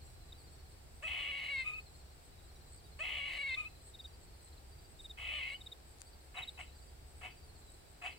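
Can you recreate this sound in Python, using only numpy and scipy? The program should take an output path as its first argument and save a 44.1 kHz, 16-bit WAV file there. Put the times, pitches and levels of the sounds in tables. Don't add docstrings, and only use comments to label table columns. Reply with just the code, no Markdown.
import sys
import numpy as np
from scipy import signal
from scipy.fft import rfft, irfft
from scipy.io import wavfile
from scipy.ndimage import uniform_filter1d

SR = 44100
rng = np.random.default_rng(int(sys.argv[2]) if len(sys.argv) > 2 else 0)


def generate_wav(sig):
    pcm = np.round(np.clip(np.atleast_2d(sig).T, -1, 1) * 32767).astype(np.int16)
    wavfile.write(sys.argv[1], SR, pcm)


N = 360738
TIME, FREQS = np.arange(N) / SR, np.arange(N // 2 + 1) * SR / N

# start_s, swell_s, rasp_s, squeal_s, release_s, rasp_db, squeal_db, droop_hz,
# squeal_start_hz, squeal_end_hz, grunt_rough, squeal_rough, grunt_strain, final_strain
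SCREECHES = [(1.023, .014, .479, .105, .04, -43.5, -38, 10, 570, 511.7, 0.28, 0.14, 0, 0.86),
             (2.989, 0.01, .402, .153, .018, -43.5, -39.5, 4, 566.5, 519.3, 0.21, 0.16, 0.06, 0.87),
             (5.172, 0.084, .345, .02, .03, -43, -44, 55, 560, 577.3, 0.83, .42, .24, 0.8)]
# start_s, length_s, pitch_hz, wobble_hz, level_db, strain
WHINES = [(1.64, 0.15, 1210, 28.5, -49, .26), (3.558, 0.11, 1210, 44.9, -49.5, 0.28),
          (5.535, 0.015, 1470, 8, -46, .5)]
# start_s, length_s, peak_db
BARKS = [(6.34, 0.11, -44.5), (6.572, .072, -47), (7.208, .098, -46.5), (8.013, .11, -42.5)]
# centre_hz, nominal_width_hz, grunt_db, rasp_db, squeal_db
FORMANTS = [(725, 410, -1, -19, -22), (1245, 1110, -4.5, -17, -31), (1760, 750, -2.5, -42, -7),
            (2143, 440, -2, 2.5, 4.5), (2571, 270, 9.5, 7, -9), (2893, 340, -2.5, 2.5, -8),
            (3197, 650, -14, -3.5, -51), (3985, 1220, -23.5, -20.5, -8), (7960, 3400, -16, -36.5, -32.5)]
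# frequency_hz, lead_rad
LEFT_LEAD = [(100, 0), (800, .1), (1200, .9), (1450, 2.7), (1700, 5.0), (2000, 6.2), (2250, 7.0),
             (2400, 8.3), (2600, 10.8), (2800, 10.9), (3050, 12.4), (3400, 13.6), (3750, 11.8),
             (4200, 13.4)]
# start_s, chip_count, spacing_s, length_s, pitch_hz, level_db
CHIP_RUNS = [(0.322, 1, .054, 0.011, 3750, -43), (1.735, 3, .061, 0.018, 4230, -63.5),
             (3.49, 2, .053, 0.0097, 3690, -38.5), (3.938, 3, 0.052, 0.025, 3750, -46.5),
             (4.471, 3, 0.049, 0.02, 4100, -62), (4.99, 3, 0.053, 0.026, 3730, -46),
             (5.607, 3, .055, .018, 3750, -44), (6.365, 3, 0.055, 0.026, 3827, -41),
             (6.656, 3, .062, 0.02046, 4160, -65)]
CHIP_CONTOUR = [(0, 0.995, 0.26), (.12, 1.005, 0.42), (.4, 1.02, 0.73), (.7, 0.98, 1), (.87, 0.933, 0.12),
                (1, 1.03, 0.24)]
# start_s, chirp_count
CRICKET_PHRASES = [(.39, 2), (2.785, 2), (3.34, 2), (4.02, 3), (4.732, 3), (5.44, 3), (6.015, 3),
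                   (6.765, 3), (7.321, 3), (8.059, 3)]
# first_buzz_s, period_s, level_db
BUZZ_BEATS = [(0.529, .555, -72), (0.099, .291, -77)]
# start_s, level_db
SNAPS = [(5.9855, -49), (5.998, -50), (6.0065, -45), (6.0098, -47), (6.0177, -32.5)]
# frequency_hz, level_db
RUMBLE_SPECTRUM = [(11, -61), (18, -8), (65, -1.5), (81, -2.5), (103, -10.5), (124, -11), (162, -16),
                   (204, -26.5), (240, -21.5), (310, -41), (530, -120)]
# time_s, level_db
RUMBLE_ENVELOPE = [(0.0, -57.5), (0.52, -59.5), (4.33, -60.5), (4.42, -61.5), (5.24, -60), (5.78, -62.5),
                   (7.24, -59.5), (8.18, -63.5)]
# frequency_hz, level_db
AIR_SPECTRUM = [(130, -9.5), (220, -6.5), (304, -3.5), (334, -1), (416, -1.5), (582, -6.5), (751, -4),
                (1000, -11.5), (2310, -14), (3500, -17.5), (4550, -50), (7700, -120)]
# frequency_hz, level_db
CHORUS_SPECTRUM = [(2000, -46), (3400, -15), (3770, -6), (4380, -7.5), (4760, -3), (5050, -9),
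                   (5900, -11.5), (6010, -15.5), (6500, -15), (8100, -5), (8480, -5), (8930, -11.5),
                   (10400, -16), (15100, -13), (16000, -17)]
# frequency_hz, coherence
COHERENCE = [(60, 0.88), (130, 0.79), (290, 0.52), (640, 0.047), (1410, -0.15), (3100, -0.037),
             (6820, -0.24), (15000, 0.041)]

ATTACK_S, BARK_PEAK_SHARE = .005, .45


def squirrel():
    effort, pitch, rough, strain = scolding()
    source = larynx(pitch, np.clip(rough, .01, 1))
    voice = sum(shaped(source, resonance(hz, width) ** 2) * from_db(np.interp(strain, [0, .5, 1], dbs))
                for hz, width, *dbs in FORMANTS)
    voice += from_db(-38) * source * rough
    open_throat = sum(swell(s + length_s / 4, length_s * BARK_PEAK_SHARE * 2)
                      for s, length_s, _ in BARKS)
    voice += from_db(-6.5) * open_throat * shaped(voice, resonance(1060.3, 400))
    hiss = band_noise(resonance(4204, 800) ** 2)
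    voice += from_db(-28) * strain ** 4 * hiss
    lead = np.exp(.5j * over_hz(LEFT_LEAD))
    ears = panned(np.array([shaped(voice, lead), shaped(voice, lead.conj())]), left_db=2.1)
    ears += from_db(-9) * scatter(voice, t60_s=.07, delay_s=.004)
    running_rms = np.sqrt(uniform_filter1d(ears.mean(0) ** 2, size=1100) + 1e-12)
    return from_db(1.24) * ears / running_rms * uniform_filter1d(effort, size=150)


def larynx(pitch_hz, rough):
    jitter = .045 * rough * drift(173.7)
    waver = .024 * np.sqrt(rough) * drift(35.3)
    phase = phase_of(pitch_hz * (1 + jitter + waver))
    pulses = rms_one(sum(np.cos(k * phase) for k in range(1, 17)))
    turbulence = rng.standard_normal(N) * (1 + np.cos(phase) / 2)
    source = (1 - 1.18 * rough ** 2) * pulses + 1.2 * (.99 * rough ** 1.34 + .028) * turbulence
    return source * from_db(2.2 * rough * drift(220))


def scolding():
    controls = np.zeros((4, N))
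    for call, rows in ((screech, SCREECHES), (whine, WHINES), (bark, BARKS)):
        for row in rows:
            candidate = call(*row)
            leads = candidate[0] >= controls[0]
            controls = [np.where(leads, new, old) for new, old in zip(candidate, controls)]
    return controls


def screech(start_s, swell_s, rasp_s, squeal_s, release_s, rasp_db, squeal_db, droop_hz,
            squeal_start_hz, squeal_end_hz, grunt_rough, squeal_rough, grunt_strain, final_strain):
    grunt_s, break_s, catch_s, lift_s, clear_s = .037, .015, .0545, .075, .026
    grunt_hz, rasp_hz, scoop_hz = 665, 544.3, 169.3
    t = np.maximum(TIME - start_s, 0)
    broken, cleared = ramp(t - grunt_s, break_s), ramp(t - rasp_s + clear_s, clear_s)
    rasping, squealing = ramp(t, rasp_s), ramp(t - rasp_s, squeal_s + release_s)
    catch = swell(start_s + rasp_s - catch_s, 2 * catch_s)
    hoarse = decay(t - rasp_s + clear_s, .03)

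    pitch = blend(rasp_hz, grunt_hz, decay(t - grunt_s, .13))
    pitch -= scoop_hz * decay(t, .012)
    pitch -= droop_hz * swell(start_s + rasp_s - lift_s, lift_s)
    glide = blend(squeal_start_hz, squeal_end_hz, squealing)
    pitch = blend(pitch, glide, ramp(t - rasp_s + lift_s, lift_s))

    rasp_rough = blend(.92, .48, ramp(rasping, .55) ** 2) + .27 * catch
    rough = blend(squeal_rough, blend(grunt_rough, rasp_rough, broken), hoarse)
    strain = final_strain * blend(blend(.39, .83, rasping), 1, np.sqrt(squealing))
    strain = blend(grunt_strain, strain, ramp(t, grunt_s + break_s) ** 2)

    arch_db = -.5 * np.cos(2 * np.pi * rasping)
    db = rasp_db - 10.5 * decay(t, swell_s) - catch + arch_db
    db = blend(db, squeal_db - 4.5 * np.sqrt(hoarse), cleared)
    return from_db(db) * gate(t, rasp_s + squeal_s, release_s), pitch, rough, strain


def whine(start_s, length_s, pitch_hz, wobble_hz, level_db, strain):
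    wobble_s, fade_db_per_s, rise_hz_per_s, rough = .078, 45, 420, .23
    t = np.maximum(TIME - start_s, 0)
    wobble = -np.cos(2 * np.pi * t / wobble_s)
    effort = from_db(level_db + 2.5 * wobble - fade_db_per_s * t) * gate(t, length_s, release_s=.025)
    pitch = pitch_hz + rise_hz_per_s * t + wobble_hz * wobble
    return effort, pitch, rough, strain


def bark(start_s, length_s, peak_db):
    t = TIME - start_s
    arch_s, tail_db_per_s = [0, BARK_PEAK_SHARE * length_s, length_s], 247
    db = peak_db + np.interp(t, arch_s, [-15, 0, -16]) - tail_db_per_s * np.maximum(t - length_s, 0)
    pitch_hz = np.interp(t, arch_s, [620.4, 743, 711])
    rough = np.interp(t, arch_s, [.95, .68, .95])
    strain = np.interp(t, arch_s, [0, .14, .33])
    return from_db(db) * ramp(t, ATTACK_S), pitch_hz, rough, strain


def birds():
    chips = np.zeros(N)
    share, ratio, amplitude = np.transpose(CHIP_CONTOUR)
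    for start_s, count, spacing_s, length_s, pitch_hz, level_db in CHIP_RUNS:
        progress = np.linspace(0, 1, int(length_s * SR))
        phase = phase_of(pitch_hz * np.interp(progress, share, ratio))
        tone = np.sin(phase) + from_db(-23.5) * np.sin(2 * phase) + from_db(-28.5) * np.sin(3 * phase)
        chip = np.sqrt(2) * np.interp(progress, share, amplitude) * tone
        for k in range(round(count)):
            start = int((start_s + k * spacing_s) * SR)
            soft_start_db = 5.5 / (k + 1) ** 2
            chips[start:start + len(chip)] += from_db(level_db - soft_start_db) * chip
    return chips


def far_flock(pitch_hz, spacing_s):
    turns = np.cumsum(1 + .1 * drift(6.66)) / (spacing_s * SR)
    progress = ramp(turns % 1, .5)
    phase = phase_of(pitch_hz * (1.05 - .08 * progress + .038 * drift(6)))
    loudness = np.clip(.7 + .5 * drift(1.2), 0, 1.4)
    notes = loudness * np.sin(np.pi * progress) * np.sin(phase)
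    return from_db(-74) * (notes + from_db(9.5) * scatter(notes, t60_s=.13, delay_s=.004))


def crickets(near_hz, far_hz, spacing_s, trill_period_s, stroke_hz):
    chirps = sum(swell(s + k * spacing_s, .022)
                 for s, count in CRICKET_PHRASES for k in range(round(count)))
    near = chirps * np.sqrt(2) * np.sin(phase_of(near_hz * (1 + .00574 * drift(167))))
    trills = sum(swell(.095 + k * trill_period_s, .115) for k in range(9))
    strokes = np.abs(np.sin(np.pi * stroke_hz * TIME))
    far = trills * strokes * band_noise(resonance(far_hz, 110))
    return from_db(-67) * near + from_db(-77) * far


def bush_crickets(stroke_hz, ring_hz):
    stroke_count = np.floor(np.cumsum(stroke_hz * (1 + .29 * drift(40))) / SR)
    ticks = rms_one(shaped(np.diff(stroke_count, prepend=0), resonance(ring_hz, 640)))
    beats = [(s, db) for first_s, period_s, db in BUZZ_BEATS
             for s in np.arange(first_s, TIME[-1], period_s)]
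    strays = rng.standard_normal((100, 2))
    buzz = ticks * sum(from_db(db + 2.5 * louder) * swell(s + .033 * later, .055)
                       for (s, db), (later, louder) in zip(beats, strays))
    return from_db(2) * buzz + from_db(5.5) * scatter(buzz, t60_s=.047, delay_s=.001)


def lisping_insect(centre_hz, beat_hz):
    beat = np.maximum(np.cos(2 * np.pi * beat_hz * (TIME - .1)), 0) ** 2
    band = resonance(centre_hz, 840) + from_db(-15) * resonance(17700, 1300)
    return from_db(-80) * beat * diffuse_noise(band)


def crackle():
    clicks = np.zeros(N)
    for start_s, level_db in SNAPS:
        clicks[round(start_s * SR)] = from_db(level_db)
    snaps = from_db(9) * scatter(clicks, t60_s=.004, delay_s=0)
    return panned(shaped(snaps, resonance(7500, 8000) + resonance(1350, 400)), left_db=12)


def background():
    rumble = from_db(2) * diffuse_noise(from_db(over_hz(RUMBLE_SPECTRUM)))
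    drone = from_db(-3.5) * diffuse_noise(resonance(67.44, 4.4))
    envelope = from_db(np.interp(TIME, *np.transpose(RUMBLE_ENVELOPE)))
    air = from_db(-66.5) * diffuse_noise(from_db(over_hz(AIR_SPECTRUM)))
    chorus = from_db(-70) * diffuse_noise(from_db(over_hz(CHORUS_SPECTRUM)))
    shimmer = from_db(-81 + 4.5 * drift(9)) * diffuse_noise(resonance(7700, 700))
    return envelope * (rumble + drone) + air + panned(chorus, left_db=1) + shimmer


def diffuse_noise(response):
    coherence = over_hz(COHERENCE)
    mid = shaped(rng.standard_normal(N), response)
    side = shaped(rng.standard_normal(N), response * np.sqrt((1 - coherence) / (1 + coherence)))
    return (mid + side * [[1], [-1]]) / np.std(mid)


def scatter(x, t60_s, delay_s):
    t = TIME[:SR]
    echoes = rng.standard_normal((2, SR)) * from_db(-60 * t / t60_s) * (t > delay_s)
    echoes /= np.sqrt(np.sum(echoes ** 2, axis=1, keepdims=True)) + 1e-20
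    return signal.fftconvolve(x[None], echoes, axes=1)[:, :N]


def panned(x, left_db):
    return x * from_db([[left_db / 2], [-left_db / 2]])


def resonance(hz, width_hz):
    return 1 / (1 + (2 * (FREQS - hz) / width_hz) ** 2)


def shaped(x, response):
    return irfft(rfft(x) * response, N)


def band_noise(response):
    return rms_one(shaped(rng.standard_normal(N), response))


def drift(rate_hz):
    return band_noise(resonance(0, 2 * rate_hz))


def phase_of(hz):
    return 2 * np.pi * np.cumsum(hz) / SR


def over_hz(points):
    hz, value = np.transpose(points)
    return np.interp(np.log(FREQS + 1e-6), np.log(hz), value)


def swell(centre_s, scale_s):
    return np.maximum(1 - 2 * ((TIME - centre_s) / scale_s) ** 2, 0)


def gate(t, hold_s, release_s):
    return ramp(t, ATTACK_S) * (1 - ramp(t - hold_s, release_s))


def decay(t, tau_s):
    return np.exp(-np.maximum(t, 0) / tau_s)


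def ramp(x, span):
    return np.clip(x / span, 0, 1)


def blend(a, b, share):
    return a + (b - a) * share


def from_db(db):
    return 10 ** (np.asarray(db) / 20)


def rms_one(x):
    return x / np.sqrt(np.mean(x ** 2) + 1e-20)


def scene():
    calls, chips = squirrel(), birds()
    echo = from_db(-18) * scatter(calls.mean(0) + from_db(-10) * chips, t60_s=.45, delay_s=.012)
    flock = far_flock(pitch_hz=4150, spacing_s=.062)
    insects = (crickets(near_hz=4690, far_hz=5715, spacing_s=.062, trill_period_s=.495, stroke_hz=24)
               + bush_crickets(stroke_hz=80, ring_hz=8140)
               + lisping_insect(centre_hz=9500, beat_hz=3.25))
    return calls + echo + chips + flock + insects + crackle() + background()


def record(dry):
    cutoff_hz = 15900
    return shaped(dry, 1 / np.sqrt(1 + (FREQS / cutoff_hz) ** 300))


dry = scene()
out = record(dry)
generate_wav(out)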